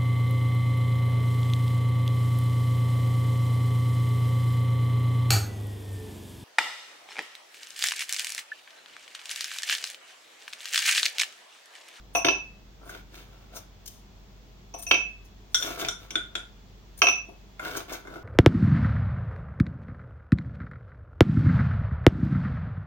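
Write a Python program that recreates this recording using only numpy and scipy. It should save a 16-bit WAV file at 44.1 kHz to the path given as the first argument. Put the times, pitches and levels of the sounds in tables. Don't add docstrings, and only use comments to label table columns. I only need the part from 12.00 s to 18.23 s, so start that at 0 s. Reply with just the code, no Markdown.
import sys
import numpy as np
from scipy import signal
from scipy.fft import rfft, irfft, next_fast_len
from scipy.io import wavfile
from scipy.ndimage import uniform_filter1d

SR = 44100
rng = np.random.default_rng(int(sys.argv[2]) if len(sys.argv) > 2 else 0)


def waveform_to_disk(signal):
    frames = np.transpose(np.atleast_2d(signal))
    scaled = np.clip(frames, -1, 1) * 32767
    samples = np.round(scaled).astype(np.int16)
    wavfile.write(sys.argv[1], SR, samples)


N = 274743
T = np.arange(N) / SR

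# (frequency [Hz], density [dB])
AIR_SPECTRUM = [(41, -19), (70, -3.5), (108, 1.5), (124, -14.5), (190, -1.5), (268, -11.5), (412, -11),
                (566, -18.5), (620, -15), (1540, -24.5), (3410, -25), (6750, -30), (10200, -51),
                (16000, -32.5)]
# (frequency [Hz], level [dB])
HUM_PARTIALS = [(48.7, -52.5), (42.8, -64.5), (31.2, -69), (100.4, -69), (129.3, -64.5), (202.3, -68.5),
                (3410, -76.5)]

# (frequency [Hz], level [dB], T60 [s])
TUMBLER_MODES = [(696.3, -6, 0.15), (2608.5, -4, 0.35), (5894, -1, 0.18), (10465, 5, 0.15), (534, -5, 0.17),
                 (787, -1, 0.033), (876, -20, 0.28), (1090, -4, 0.059), (2592, -2, 0.38), (5946, 5, 0.047),
                 (6450, -17, 0.099), (8950, 4, 0.091), (10500, -8, 0.064), (11550, 2.5, 0.16),
                 (13500, 2.5, 0.12), (14000, -1, 0.12), (15400, -6.5, .07)]
PITCHER_MODES = [(1462, -38, .1), (3490, -5, 0.096), (5770, 9, 0.029), (7010, -8, 0.21), (1410, -16, .06),
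                 (2117, -7, 0.1), (3280, -23, 0.06), (3566, -1.5, 0.045), (5810, -6.5, 0.077),
                 (8600, 6, 0.024), (9070, 4, 0.07), (10990, -32, 0.097), (13400, -10, 0.1),
                 (14830, -20, .07)]
# (time [s], ring [dB], brightness [dB], clack [dB])
TUMBLER_CLINKS = [(0.150, -20, -4, -31), (0.169, -38, 12, -55), (0.246, -41, 19.5, -20.5),
                  (0.266, -20, -4, -27.5), (0.2845, -20.5, -2.5, -20.5), (2.739, -45.5, 9, -59),
                  (2.866, -32.5, 6, -53), (2.911, -42, -1, -15), (2.9135, -12.5, -10, -24.5),
                  (2.942, -19, -7.5, -25), (5.018, -16, 1.5, -16.5), (5.039, -16.5, -17, -48),
                  (5.068, -13.5, -7, -24.5), (5.086, -38, 18.5, -27)]
PITCHER_CLINKS = [(3.545, -20, 1.5, -38.5), (3.625, -32, 0.5, -42), (3.815, -34, -16.5, -40.5),
                  (3.848, -44, -20, -28), (3.885, -26.5, -2.5, -35), (4.106, -38.5, 0, -39),
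                  (4.155, -23.5, -22, -25), (4.353, -28.5, -13, -29)]
# (low re ring [dB], top re ring [dB], brightness share of top [ratio], thud re clack [dB])
TUMBLER_SHARES = (-11, -28, 1.13, -17)
PITCHER_SHARES = (-6.5, -7.5, 0.33, -17)
# (time [s], ring [dB], thud [dB])
TUMBLER_LANDINGS = [(0.151, -17.5, -39.5), (0.247, -19.5, -25.5), (0.270, -41, -29.5), (2.740, -33.5, -54),
                    (2.915, -26.5, -47), (5.027, -19, -49), (5.285, -45.5, -50.5)]
PITCHER_NUDGES = [(0.894, -39.5, -66), (0.95, -46.5, -58), (3.822, -28.5, -38.5), (5.595, -26.5, -70),
                  (5.656, -32.5, -50), (5.752, -35, -43), (5.901, -33.5, -57), (5.938, -35, -57),
                  (6.051, -43.5, -55), (6.072, -36.5, -50), (6.157, -38.5, -41.5)]
# (frequency [Hz], density [dB])
TUMBLER_CLACK_SPECTRUM = [(300, -27), (700, -8), (1300, 0.5), (1600, -7.5), (2000, -4), (3050, 2),
                          (3900, -10.5), (5200, -8.5), (6200, -42), (7500, -28.5), (12000, -57),
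                          (15500, -25)]
PITCHER_CLACK_SPECTRUM = [(300, -18.5), (800, -3), (1700, 1), (2200, 15), (3300, 11.5), (4600, 4.5),
                          (7000, 0), (10500, -41.5), (15500, -49)]
THUD_SPECTRUM = [(60, -23), (120, 0.5), (200, -14), (310, 6.5), (405, 8), (465, -5), (540, -2), (900, -6),
                 (2000, -61)]
PLOP_SPECTRUM = [(250, -22), (500, -5.5), (750, 3.5), (1150, 0), (1500, -20), (3000, -23)]

# (time [s], level [dB], half length [s])
SLIDES = [(0.161, -42, 0.015), (0.25, -47, 0.0046), (0.87, -58.5, .025), (2.792, -41.5, .008),
          (2.828, -37, 0.0082), (2.89, -48.5, .012), (4.978, -42.5, .003), (4.991, -41.5, .005)]
SQUISHES = [(0.897, -47, 0.007), (1.566, -41, 0.015), (1.861, -39, 0.0026), (1.878, -37, 0.0033),
            (1.92, -59.5, 0.055), (3.255, -61.5, 0.0093), (3.63, -43, 0.066), (3.803, -38.5, 0.015),
            (5.771, -32.5, 0.0066), (5.932, -39, 0.012)]
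# (time [s], level [dB], half length [s], wetness [dB])
PUSHES = [(0.839, -53, 0.025, -19), (0.924, -49.5, 0.042, -2.5), (1.171, -56, 0.045, 3.5),
          (1.358, -64, 0.096, -3), (1.557, -49.5, 0.029, -7), (3.679, -41, 0.062, -0.5),
          (3.804, -35, 0.021, -6.5), (3.871, -42, 0.025, -5), (4.022, -59, 0.043, 0),
          (4.142, -51, 0.034, -13), (4.377, -54.5, 0.043, -17), (5.664, -41, 0.044, -2.5),
          (5.766, -43, 0.036, -0.5), (5.925, -42, 0.037, -4), (6.085, -54, 0.052, -16),
          (6.146, -53, 0.034, -8)]
# (frequency [Hz], density [dB])
SLIDE_SPECTRUM = [(3000, -13.5), (7000, -0.5), (8700, -9.5), (9200, 17), (9700, -12), (12000, -4),
                  (13400, 4.5), (16000, -3)]
BUMP_SPECTRUM = [(100, -1.5), (200, 1.5), (330, 11), (470, 6.5), (750, 4.5), (1100, 2), (1450, 10.5),
                 (1700, -11), (3000, -36)]
RUSTLE_SPECTRUM = [(1000, -9), (2100, -1), (2800, -1.5), (3500, -1.5), (4600, -4), (6500, -10.5),
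                   (10500, -19), (15000, -8.5)]
# (frequency [Hz], density [dB])
BRIGHT_SPECTRUM = [(900, -27), (2200, -7), (4200, 2.5), (6300, 10.5), (8000, -1), (9200, 7), (11000, -8),
                   (13000, 6.5), (15500, 3.5)]

# (frequency [Hz], T60 [s])
ROOM_T60 = [(120, 0.23), (300, 0.28), (800, 0.34), (2600, 0.32), (6000, 0.27), (15000, 0.2)]
# (frequency [Hz], gain [dB])
RIGHT_SHADE = [(200, -1.5), (900, -0.5), (2600, 3), (5500, -2), (9000, -6.5), (15000, -7)]


def from_db(db):
    return 10 ** (np.asarray(db) / 20)


def unit_rms(x):
    return x / np.sqrt(np.mean(x ** 2) + 1e-20)


def colour(x, spectrum):
    size = next_fast_len(N)
    hz = np.fft.rfftfreq(size, 1 / SR)
    knot_hz, knot_db = np.transpose(spectrum)
    gain = from_db(np.interp(np.log(hz + 1), np.log(knot_hz), knot_db))
    return irfft(rfft(x, size) * gain, size)[..., :N]


def drift(rate_hz):
    knots = rng.standard_normal(2000)
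    return np.interp(T * rate_hz, np.arange(len(knots)), knots)


def ring(x, hz, t60_s):
    radius, angle = from_db(-60 / (t60_s * SR)), 2 * np.pi * hz / SR
    return signal.lfilter([0, np.sin(angle)], [1, -2 * radius * np.cos(angle), radius * radius], x)


def envelope(times_s, db, fade_s, rise_s):
    impulses = 1e-18 + np.bincount(np.round(times_s * SR).astype(int), from_db(2 * db), N)
    power = signal.lfilter([1], [1, -np.exp(-2 / (fade_s * SR))], impulses)
    pole = np.exp(-1 / (rise_s * SR))
    return signal.lfilter([1 - pole], [1, -pole], np.sqrt(power))


def burst(times_s, db, spectrum, fade_s, rise_s):
    return envelope(times_s, db, fade_s, rise_s) * unit_rms(colour(rng.standard_normal(N), spectrum))


def strokes(rows, spectrum, grains_per_s, spread_db):
    swell = sum(from_db(db) * np.exp(-.5 * ((T - at_s) / (half_s * np.where(T < at_s, .7, 1))) ** 2)
                for at_s, db, half_s in rows)
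    sizes = from_db(spread_db * np.minimum(rng.exponential(1, N), 4))
    grains = sizes * rng.choice([-1, 1], N) * (rng.random(N) < grains_per_s / SR)
    return swell * unit_rms(colour(grains, spectrum))


def background(air_db, waver_db):
    mid = colour(rng.standard_normal(N), AIR_SPECTRUM)
    side = colour(rng.standard_normal(N), AIR_SPECTRUM)
    side = colour(side, [(50, -4.5), (250, -8.5), (800, -0.5), (4000, 0)])
    air = unit_rms(np.array([mid + side, mid - side]))
    hum = 0
    for hz, db in HUM_PARTIALS:
        peak = np.sqrt(2) * from_db(db + waver_db * drift(3.1))
        hum += peak * np.sin(2 * np.pi * hz * T + 0.2 * drift(14))
    return from_db(air_db) * air + hum


def contacts(clinks, shares, soft_hits, cushion_db=-27.5, soft_clack_db=-19):
    low_db, top_db, top_share, thud_db = shares
    hard = [(at_s, db + low_db, db, db + bright, db + top_db + top_share * bright, clack, clack + thud_db)
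            for at_s, db, bright, clack in clinks]
    soft = [(at_s, db, *[db + cushion_db] * 3, db + soft_clack_db, thud) for at_s, db, thud in soft_hits]
    return np.array(hard + soft)


def choked(strike, times_s, db, choke_db):
    touch_count = np.searchsorted(np.sort(times_s), T + .004).astype(float)
    loss_db = uniform_filter1d(choke_db * touch_count, size=SR // 200)
    out = np.zeros(N)
    for start, level_db in zip(np.round(times_s * SR).astype(int), db):
        lost_db = loss_db[start:start + len(strike)] - loss_db[start]
        out[start:start + len(lost_db)] += strike[:len(lost_db)] * from_db(level_db - lost_db)
    return out


def struck_glass(hits, modes, ring_db, buzz_db, buzz_s, build_s, lag_cycles, choke_db):
    times_s, *blows_db = hits.T[:5]
    leading_hz = np.array(modes)[:4, 0]
    grit = rng.standard_normal(N)
    tap = signal.unit_impulse(SR) + 1e-18
    out = np.zeros((2, N))
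    for k, (blow_db, lead_hz) in enumerate(zip(blows_db, leading_hz)):
        family = [mode for mode in modes if np.argmin(np.abs(np.log(mode[0] / leading_hz))) == k]
        strike = sum(from_db(db) * (ring(tap, hz, t60_s) - ring(tap, hz, build_s))
                     for hz, db, t60_s in family)
        wave = choked(strike, times_s, blow_db + ring_db, choke_db)
        buzz_t60_s = 31 / lead_hz
        buzz = ring(ring(grit, lead_hz, buzz_t60_s), lead_hz, buzz_t60_s)
        wave += envelope(times_s, blow_db + buzz_db, buzz_s, rise_s=0.00021) * unit_rms(buzz)
        out += [wave, np.interp(T - lag_cycles / lead_hz, T, wave)]
    return out


def knocks(hits, clack_spectrum, clack_db, clack_s, thud_db):
    times_s, clacks_db, thuds_db = hits.T[[0, 5, 6]]
    clack = burst(times_s, clacks_db + clack_db, clack_spectrum, clack_s, rise_s=0.00023)
    thud = burst(times_s, thuds_db + thud_db, THUD_SPECTRUM, fade_s=0.029, rise_s=0.0008)
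    return clack + thud


def plops(soft_hits, gain_db, fade_s):
    times_s, ring_db, _ = np.transpose(soft_hits)
    return burst(times_s, ring_db + gain_db, PLOP_SPECTRUM, fade_s, rise_s=0.001)


def sliding_jaws():
    return strokes(SLIDES, SLIDE_SPECTRUM, grains_per_s=16000, spread_db=7.0)


def stirring():
    pushes = [(at_s, db, half_s) for at_s, db, half_s, _ in PUSHES]
    wet_pushes = [(at_s, db + wet_db, half_s) for at_s, db, half_s, wet_db in PUSHES]
    bumps = strokes(pushes, BUMP_SPECTRUM, grains_per_s=450, spread_db=3.0)
    leaves = strokes(wet_pushes, RUSTLE_SPECTRUM, grains_per_s=830, spread_db=4.0)
    juice = strokes(wet_pushes, BRIGHT_SPECTRUM, grains_per_s=1800, spread_db=4.0)
    return from_db(1.0) * (bumps + leaves) + from_db(-8) * juice


def squishes():
    return strokes(SQUISHES, BRIGHT_SPECTRUM, grains_per_s=8900, spread_db=-2.0)


def steel_ticks(hits, gain_db):
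    times_s, high_db = hits.T[[0, 3]]
    return burst(times_s, high_db + gain_db, BRIGHT_SPECTRUM, fade_s=0.004, rise_s=0.0003)


def early_reflections(x, level_db, fade_s, right_lag_s):
    t = T[:SR // 16]
    mid, side = rng.standard_normal((2, len(t))) * np.exp(-t / fade_s) * (t > .0008)
    side = signal.sosfilt(signal.butter(1, 500, "high", fs=SR, output="sos"), side)
    response = from_db(level_db) * unit_rms(np.array([mid + side, mid - side])) / np.sqrt(len(t))
    direct = np.array([x, np.interp(T - right_lag_s, T, x)])
    return direct + signal.fftconvolve(x[None], response, axes=1)[:, :N]


def room(x, tail_db):
    t = T[:SR * 3 // 4]
    white = rfft(rng.standard_normal((2, len(t))))
    hz = np.fft.rfftfreq(len(t), 1 / SR)
    white[1] = np.where(hz < 330, white[0], white[1])
    band_hz, t60s_s = np.transpose(ROOM_T60)
    tail = 0
    for share, t60_s in zip(np.eye(len(t60s_s)), t60s_s):
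        band = irfft(white * np.interp(hz, band_hz, share), len(t))
        tail += band * from_db(-60 * t / t60_s)
    onset = np.clip(t / 0.0028, 0, 1)
    response = from_db(tail_db) * unit_rms(tail * onset) / np.sqrt(len(t))
    return x + signal.fftconvolve(x, response, axes=1)[:, :N]


def scene():
    tumbler_hits = contacts(TUMBLER_CLINKS, TUMBLER_SHARES, TUMBLER_LANDINGS)
    pitcher_hits = contacts(PITCHER_CLINKS, PITCHER_SHARES, PITCHER_NUDGES)
    tumbler = struck_glass(tumbler_hits, TUMBLER_MODES, ring_db=-3.5, buzz_db=-11.0, buzz_s=0.033,
                           build_s=0.0062, lag_cycles=0.24, choke_db=6.5)
    pitcher = struck_glass(pitcher_hits, PITCHER_MODES, ring_db=-4.0, buzz_db=4.0, buzz_s=0.0055,
                           build_s=0.0017, lag_cycles=0.25, choke_db=16.0)
    glass = tumbler + pitcher * from_db([[0.5], [-0.5]])
    handling = knocks(tumbler_hits, TUMBLER_CLACK_SPECTRUM, clack_db=5.0, clack_s=0.0038, thud_db=1.5)
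    handling += knocks(pitcher_hits, PITCHER_CLACK_SPECTRUM, clack_db=5.5, clack_s=0.0016, thud_db=1.0)
    handling += steel_ticks(pitcher_hits, gain_db=-5)
    handling += plops(TUMBLER_LANDINGS, gain_db=-11, fade_s=0.025)
    handling += plops(PITCHER_NUDGES, gain_db=-13.5, fade_s=0.014)
    handling += stirring() + squishes() + sliding_jaws()
    handling = early_reflections(handling, level_db=0.5, fade_s=0.0042, right_lag_s=0.00011)
    left, right = room(glass, tail_db=-2.5) + room(handling, tail_db=-7.0)
    return np.array([left, colour(right, RIGHT_SHADE)]) + background(air_db=-54.35, waver_db=1.6)


def record(dry):
    return signal.sosfilt(signal.ellip(10, .1, 80, 16000, fs=SR, output="sos"), dry)


dry = scene()
out = record(dry)
waveform_to_disk(out)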